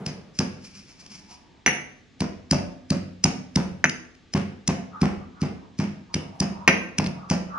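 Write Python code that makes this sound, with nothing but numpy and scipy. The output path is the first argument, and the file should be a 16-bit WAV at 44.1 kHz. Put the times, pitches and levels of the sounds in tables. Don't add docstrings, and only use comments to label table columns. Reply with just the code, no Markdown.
import sys
import numpy as np
from scipy import signal
from scipy.fft import rfft, irfft, next_fast_len
from scipy.io import wavfile

SR = 44100
rng = np.random.default_rng(int(sys.argv[2]) if len(sys.argv) > 2 else 0)


def to_wav(sig):
    pcm = np.clip(np.atleast_2d(sig), -1, 1) * 32767
    pcm = np.round(pcm).astype(np.int16)
    wavfile.write(sys.argv[1], SR, pcm.T)


N = 334353
TIME = np.arange(N) / SR
RING = TIME[:SR]

# (time [s], crunch [dB], thump [dB], time to bottom out [s],
# knock of the mortar rocking back [dB], crispness [dB], crunch pitch [Hz], rattle on the glaze [dB])
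STROKES = [(0.064, -23.5, -32, 0.0021, -32, -5, 4920, -29),
           (0.39, -15, -22.5, 0.0028, -26, -2.5, 5060, -28.5),
           (2.2065, -22, -24.5, .0016, -24.5, -9, 4950, -33.5),
           (2.5119, -12.5, -19, 0.0031, -50, 1, 4950, -23),
           (2.9049, -19, -19, 0.0029, -33.5, 0, 4620, -29.5),
           (3.2414, -7, -20, 0.0041, -14.5, -2, 5260, -29.5), (3.559, -15, -18, 0.0024, -19, -7, 5000, -41),
           (4.338, -22, -20, 0.0087, -19, -6.5, 5000, -43),
           (4.678, -15.5, -21, 0.0065, -17, -3.5, 5590, -32),
           (5.016, -23, -17.5, 0.0026, -35, -9, 4830, -38),
           (5.416, -30, -21.5, 0.0033, -43.5, -6.5, 4700, -37),
           (5.7892, -31, -21.5, 0.0025, -31, -6.5, 4880, -32),
           (6.1434, -16, -26, 0.0084, -45, -10, 4750, -34),
           (6.403, -15.5, -21.5, 0.0035, -23, 3.5, 5090, -29.5),
           (6.985, -15, -21.5, 0.0031, -13, -9, 5140, -45),
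           (7.063, -25, -31, 0.0029, -34.5, -15, 4260, -49),
           (7.301, -20.5, -20, 0.0075, -17, -8.5, 5630, -22)]
# (time [s], clack [dB], thump [dB], bowl ring [dB], room send [dB], clack pitch [Hz],
# ring length left by the grip [0-1], rebound [dB], rebound delay [s], grit [dB])
CLACKS = [(1.662, -2, -25, -17.5, -1, 2215, 1, -4.5, 0.015, -15),
          (3.8414, 1, -24.5, -18.5, -18, 1920, 0.31, -5.5, 0.012, -20.5),
          (6.677, -2.5, -16.5, -17, -5, 2240, 0.42, 0.5, .0111, -7.5)]
# (frequency [Hz], level [dB])
SQUELCH = [(200, 18), (600, -6), (1200, 8), (2600, 2), (3600, -9.5), (5500, -3), (7500, -18.5),
           (10400, -23), (11300, -62.5)]

CRUNCH_HZ, CRUNCH_LEAD_S = 5000, .06
THUMP_HZ, USUAL_THUMP_DB = 187.4, -20


def undb(db):
    return 10 ** (np.asarray(db) / 20)


def unit(x):
    return x / np.sqrt(np.mean(x ** 2))


def add(track, s, sound):
    i = max(int(s * SR), 0)
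    track[i:i + len(sound)] += sound[:N - i]


def through(x, response):
    return signal.fftconvolve(x, response)[:len(x)]


def colour(points, size=4096):
    hz, db = np.transpose(points)
    bin_hz = np.arange(size // 2 + 1) * SR / size
    log_gain = np.log(undb(np.interp(np.log(bin_hz + 1), np.log(hz), db)))
    cepstrum = irfft(log_gain)
    cepstrum[1:size // 2] *= 2
    cepstrum[size // 2 + 1:] = 0
    response = irfft(np.exp(rfft(cepstrum)))
    return response / np.linalg.norm(response)


def ring(modes, jitter_db, detune):
    chance = rng.standard_normal((len(modes), 2))
    out = 0
    for (hz, db, t60_s), (a, b) in zip(modes, chance):
        decay = undb(db + jitter_db * a - 60 * RING / t60_s)
        out = out + decay * np.sin(2 * np.pi * hz * (1 + detune * b) * RING)
    return out


def grains(count, spread_db):
    return unit(rng.standard_normal(count) * undb(spread_db * rng.standard_normal(count)))


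def lumps(depth_db, hold_s=0.0055, t=RING):
    knots_s = np.arange(SR // 100) * hold_s
    return undb(depth_db * np.interp(t, knots_s, rng.standard_normal(len(knots_s))))


def room_tone(db=-54.5, own=0.68, rumble_db=-69):
    # (frequency [Hz], level [dB])
    floor = [(15, -37), (25, 3), (152, -12), (254, -8.5), (619, -26.5), (907, -26.5), (1000, -43),
             (1140, -23), (1360, -32.5), (1590, -26), (3680, -29), (7000, -38), (11000, -68), (14300, -98),
             (22000, -120)]
    deep = [(15, -6), (30, 0.0), (80, -3.5), (200, -33.5), (1000, -85.0)]
    shared, left, right = (through(rng.standard_normal(N), colour(floor)) for _ in range(3))
    rumble = np.array([through(rng.standard_normal(N), colour(deep)) for _ in range(2)])
    return undb(db) * (shared + own * np.array([left, right])) + undb(rumble_db) * rumble


def far_tones(width_hz=85, skirt_hz=280, skirt_db=-2, db=-6.0):
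    # (middle [s], length [s], centre [Hz], level [dB])
    tones = [(1.305, 0.73, 906, -55.5), (4.935, 0.057, 1214, -38.5), (5.201, 0.055, 1186, -40),
             (5.374, 0.076, 1195, -33), (5.606, 0.078, 1000, -48), (6.139, 0.11, 1002, -38.5),
             (6.334, 0.13, 866, -39.5), (6.601, 0.28, 1015, -38.5), (7.089, 0.27, 1000, -47),
             (7.238, 0.11, 1171, -33), (7.537, 0.093, 1200, -27)]
    out, t = np.zeros(N), RING - .5
    for s, length_s, hz, tone_db in tones:
        bands = []
        for cutoff_hz in (width_hz, skirt_hz):
            lowpass = signal.butter(3, cutoff_hz, fs=SR, output="sos")
            bands.append(unit(signal.sosfilt(lowpass, rng.standard_normal((2, SR)))))
        slow = bands[0] + undb(skirt_db) * bands[1]
        phase = 2 * np.pi * hz * t
        tone = unit(slow[0] * np.cos(phase) + slow[1] * np.sin(phase))
        swell = np.exp(-(2 * t / length_s) ** 2) * lumps(depth_db=6.5, hold_s=0.035)
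        add(out, s - .5, tone * swell * undb(tone_db + db))
    return out


def echo_response(first_s=0.0067, build_s=0.004, wide_hz=480):
    # (frequency [Hz], level [dB], t60 [s])
    hz, db, t60_s = np.transpose([(60, -5.5, 0.86), (138, -7, 0.5), (256, -7, 0.56), (560, 2, 0.63),
                                  (1200, -5.5, 0.55), (2580, -1, 0.49), (6030, -7, 0.46), (11000, -2, 0.42)])
    edges_hz = np.append(0, np.geomspace(60, SR / 2, num=22))
    spectra = rfft(rng.standard_normal((2, SR)))
    bins_hz = np.arange(SR // 2 + 1)
    onset = np.clip((RING - first_s) / build_s, 0, 1)
    response = 0
    for lo, hi in zip(edges_hz, edges_hz[1:]):
        centre = (lo + hi) / 2
        gain_db, decay_s = (np.interp(np.log(centre), np.log(hz), column) for column in (db, t60_s))
        band = irfft(spectra * ((bins_hz >= lo) & (bins_hz < hi))) * onset * undb(-60 * RING / decay_s)
        band /= np.linalg.norm(band, axis=1, keepdims=True)
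        mid, side = band * np.sqrt(2 * (hi - lo) / SR) * undb(gain_db)
        side = side * (0.25 + .85 * centre ** 2 / (centre ** 2 + wide_hz ** 2))
        response = response + np.array([mid + side, mid - side])
    return response


def kitchen(x, count=4):
    lifts_s = np.sort([row[0] for row in list(STROKES) + list(CLACKS)]) - .06
    pose = np.searchsorted(lifts_s, TIME) % count
    out = 0
    for k in range(count):
        part = (x * (pose == k))[None]
        out = out + signal.oaconvolve(part, echo_response(), axes=1)[:, :N]
    return out


def nearest_wall(x, lag_s=0.021, db=-13, low_hz=900):
    bright = signal.sosfilt(signal.butter(1, low_hz, "high", fs=SR, output="sos"), x)
    return undb(db) * np.interp(TIME - lag_s, TIME, bright)


def first_ring(db=-33.0, t60_s=0.96):
    hum_colour = [(60, -29), (200, 5.0), (290, -19.5), (380, -9.5), (520, -15.5), (1200, -24.5),
                  (2500, -40), (8000, -56.0)]
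    hum = through(rng.standard_normal(N), colour(hum_colour))
    return hum * undb(db - 60 * TIME / t60_s)


def pressure(s, attack_s=0.022, release_s=0.035):
    t = TIME - s
    return np.exp(-np.where(t < 0, (t / attack_s) ** 2, t / release_s))


def grinding(leaf_db=-1, stems_db=-5, rumble_db=-3, light_rub_db=-65.5, fade_s=0.046,
             catch_db=2.5, catch_s=.013, spread_db=4):
    # (time of greatest pressure [s], leaf crackle [dB], table rumble [dB])
    turns = [(0.372, -55, -79), (0.658, -51, -71), (0.771, -48.5, -44.5), (0.9, -55.5, -56),
             (1.017, -52.5, -73), (1.127, -45.5, -45), (1.18, -72, -44.5), (1.322, -49.5, -73)]
    fine_colour = [(500, -33), (1200, -38), (2300, 5.0), (3700, -8), (5300, 10), (6800, -2.0),
                   (8200, -14.0), (10000, -10.5), (11300, -30.5)]
    table_colour = [(60, -27.0), (140, 18.5), (210, 40.0), (350, -83), (900, -45.0), (3000, -89)]
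    start, end = turns[0][0], turns[-1][0]
    contact = np.clip(np.minimum(TIME - start, end - TIME) / fade_s + 1, 0, 1)
    rub, shake = undb(light_rub_db) * contact, 0
    for s, db, low_db in turns:
        push = pressure(s)
        rub = rub + undb(db) * push
        shake = shake + undb(low_db) * push
    fine = through(grains(N, spread_db), colour(fine_colour))
    coarse = through(grains(N, spread_db), colour(SQUELCH))
    table = through(rng.standard_normal(N), colour(table_colour))
    crackle = rub * lumps(catch_db, catch_s, TIME) * (fine + undb(stems_db) * coarse)
    return undb(leaf_db) * crackle + undb(rumble_db) * shake * table


def crunch(crush_s, crisp_db=0, peak_hz=CRUNCH_HZ, approach_db=-28, approach_s=.004):
    # (frequency [Hz], level [dB])
    points = [(300, -5.5), (1200, -13), (2400, -4.5), (3500, -11), (4300, -2.5), (5000, 9.5), (6000, 3.5),
              (6800, -4.5), (7700, -16.5), (8600, -10), (10700, -16.5), (11300, -47)]
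    t = RING[:SR // 8] - CRUNCH_LEAD_S
    burst = np.exp(-(2 * t / crush_s) ** 2)
    rustle = undb(approach_db) * np.exp(-abs(t) / approach_s)
    spectrum = []
    for hz, db in points:
        shift = peak_hz / CRUNCH_HZ if 4000 < hz < 7000 else 1
        spectrum.append((hz * shift, db + crisp_db * (hz > 4000)))
    sound = through(grains(len(t), spread_db=2) * (burst + rustle), colour(sorted(spectrum)))
    return sound / np.sqrt(np.sum(sound ** 2) / np.sum(burst ** 2))


def snapping(db=-8, snap_s=0.0048):
    # (time [s], level [dB])
    snaps = [(1.064, -34.5), (3.897, -17), (4.152, -47), (7.044, -26), (7.072, -26.5)]
    out = np.zeros(N)
    for s, snap_db in snaps:
        add(out, s - CRUNCH_LEAD_S, undb(snap_db + db) * crunch(snap_s, crisp_db=-10.0))
    return out


def thump(hz=195, push_s=0.0018, tilt_db_per_octave=0, swing_db=5, lag_s=.0125, modes_db=-3.5,
          rattle_db=-21.0, rattle_t60_s=0.12):
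    # (frequency [Hz], level [dB], t60 [s])
    table = [(96.7, -28.5, 1), (142.5, -20, 0.59), (151.1, -19, 0.3), (181.5, -14.5, 0.6),
             (203.5, -11, 0.37), (247.2, -11, 0.22), (307.6, -19, 0.25), (359.7, -23, 0.14),
             (538, -27, 0.092)]
    chatter_colour = [(150, -24.5), (330, 5.0), (650, 2.5), (1100, -3.5), (2000, -22), (5000, -56.5)]
    t = RING / push_s
    swing = undb(swing_db) * t ** 2 * np.exp(-t) * np.sin(2 * np.pi * hz * (RING - push_s / 2))
    modes = [(mode_hz, db + tilt_db_per_octave * np.log2(mode_hz / THUMP_HZ), t60_s)
             for mode_hz, db, t60_s in table]
    shudder = ring(modes, jitter_db=3, detune=0.007) * lumps(depth_db=2.5, hold_s=.012)
    knocks = grains(SR, spread_db=7) * lumps(depth_db=3)
    chatter = through(knocks, colour(chatter_colour))
    after = undb(modes_db) * shudder + undb(rattle_db - 60 * RING / rattle_t60_s) * chatter
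    return swing + np.interp(RING - lag_s, RING, after, left=0)


def clack(hz, spray_db, length_s=0.000531, spray_t60_s=0.055):
    # (frequency [Hz], level [dB])
    spray_colour = [(150, -26.5), (500, 1), (900, -0.5), (1450, -0.5), (2700, 2), (3500, -16), (4400, -15),
                    (5800, -11), (7500, -44.5), (10000, -36.5), (12000, -47.5)]
    t = RING - 2 * length_s
    swing = np.exp(-(t / length_s) ** 2) * np.sin(2 * np.pi * hz * t) * np.minimum(RING / length_s, 1)
    spray = rng.standard_normal(SR) * lumps(depth_db=3, hold_s=.004)
    return swing + through(undb(spray_db - 60 * RING / spray_t60_s) * spray, colour(spray_colour))


def landing(hz, thump_db, cycles=0.92):
    return clack(hz, length_s=cycles / hz, spray_db=-16.5) + undb(thump_db) * thump()


def rocking(soft_db=-2, soft_hz=830, soft_thump_db=-16, soft_delay_s=0.012,
            hard_db=-1, hard_hz=1850, hard_thump_db=-14, second_delay_s=0.0051, second_db=-10):
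    out = np.zeros(N)
    for s, _, _, _, db, *_ in STROKES:
        add(out, s + soft_delay_s, undb(db + soft_db) * landing(soft_hz, soft_thump_db))
    for s, *_, db, delay_s, _ in CLACKS:
        add(out, s + delay_s, undb(db + hard_db) * landing(hard_hz, hard_thump_db))
        second = undb(db + hard_db + second_db) * landing(hard_hz, soft_thump_db)
        add(out, s + delay_s + second_delay_s, second)
    return out


def clacking(clack_db=1, ring_db=-2, thump_db=6, contact_s=0.00059):
    # (frequency [Hz], level [dB], t60 [s])
    bowl_modes = [(1530, -15, .052), (1980, -17, 0.042), (2580, -19, .055), (5880, 0.5, 0.054),
                  (6180, 2, 0.12), (6370, -6, 0.051), (9650, -15, 0.032), (10250, -16.5, 0.075)]
    near, far = np.zeros((2, N))
    for s, db, low_db, bowl_db, send_db, hz, free, _, _, grit_db in CLACKS:
        held = [(mode_hz, mode_db, t60_s * free) for mode_hz, mode_db, t60_s in bowl_modes]
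        onset = 1 - np.exp(-(RING / contact_s) ** 2)
        bowl = ring(held, jitter_db=1.9, detune=0.0008) * onset
        table = thump(hz=297.0, push_s=0.00096, tilt_db_per_octave=4.5)
        body = undb(bowl_db + ring_db) * bowl + undb(low_db + thump_db) * table
        crack = undb(db + clack_db) * clack(hz, spray_db=grit_db)
        add(near, s, body + crack)
        add(far, s, body + undb(send_db) * crack)
    return near, far


def rattle(t60_s=0.17, rise_s=0.0038):
    # (frequency [Hz], level [dB])
    glaze_colour = [(500, -11), (1300, -4), (2400, -0.5), (3100, -4), (3800, -24), (4900, 3), (6500, -2.5),
                    (7500, -22), (10400, -24), (11500, -50)]
    ticks = grains(SR, spread_db=9) * lumps(depth_db=3)
    return through(ticks * np.minimum(RING / rise_s, 1) * undb(-60 * RING / t60_s), colour(glaze_colour))


def squelch(t60_s=0.25):
    pulp = through(grains(SR, spread_db=9) * lumps(depth_db=4.5), colour(SQUELCH))
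    return pulp * undb(-60 * RING / t60_s)


def pounding(crunch_db=-3, crush_s=0.0046, burst_s=0.00066, touch_db=-48, touch_s=0.019,
             spill_db=-10, spill_s=0.0035, rattle_db=-7, rattle_s=0.0062,
             thump_db=11, thump_hz_per_db=3, squelch_db=-32, squelch_s=0.0071, squelch_per_db=1):
    burst, spill, body = np.zeros((3, N))
    for s, db, low_db, bottom_s, _, crisp_db, hz, glaze_db in STROKES:
        start_s = s - CRUNCH_LEAD_S
        add(burst, start_s + burst_s, undb(db + crunch_db) * crunch(crush_s, crisp_db, hz))
        add(burst, start_s, undb(touch_db) * crunch(touch_s))
        add(spill, start_s + burst_s, undb(db + spill_db) * crunch(spill_s, crisp_db, hz))
        add(body, s + rattle_s, undb(glaze_db + rattle_db) * rattle())
        extra_db = low_db - USUAL_THUMP_DB
        knock = thump(hz=THUMP_HZ + thump_hz_per_db * extra_db)
        add(body, s + bottom_s, undb(low_db + thump_db) * knock)
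        wet_db = squelch_db + squelch_per_db * extra_db
        add(body, s + bottom_s + squelch_s, undb(wet_db) * squelch())
    return burst + body, spill + body


def ports(x, split_hz=1700, side=1.0, lean=.12):
    bass = signal.sosfiltfilt(signal.butter(1, split_hz, fs=SR, output="sos"), x)
    treble = x - bass
    quarter_turn = np.imag(signal.hilbert(treble, next_fast_len(N)))[:N]
    difference = side * quarter_turn + lean * treble
    return np.array([x + difference, x - difference])


def scene():
    small = rocking() + snapping() + grinding() + first_ring()
    soft, soft_echo = pounding()
    hard, hard_echo = clacking()
    feed = undb(-4) * small + soft_echo + hard_echo
    near = ports(small + soft + hard)
    return near + nearest_wall(feed) + kitchen(feed + far_tones()) + room_tone()


def record(dry, low_hz=78, top_hz=11500):
    thin = signal.sosfilt(signal.butter(2, low_hz, "high", fs=SR, output="sos"), dry)
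    top_cut = signal.ellip(8, .2, 70, top_hz, fs=SR, output="sos")
    return signal.sosfilt(top_cut, np.clip(thin, -1, 1))


dry = scene()
out = record(dry)
to_wav(out)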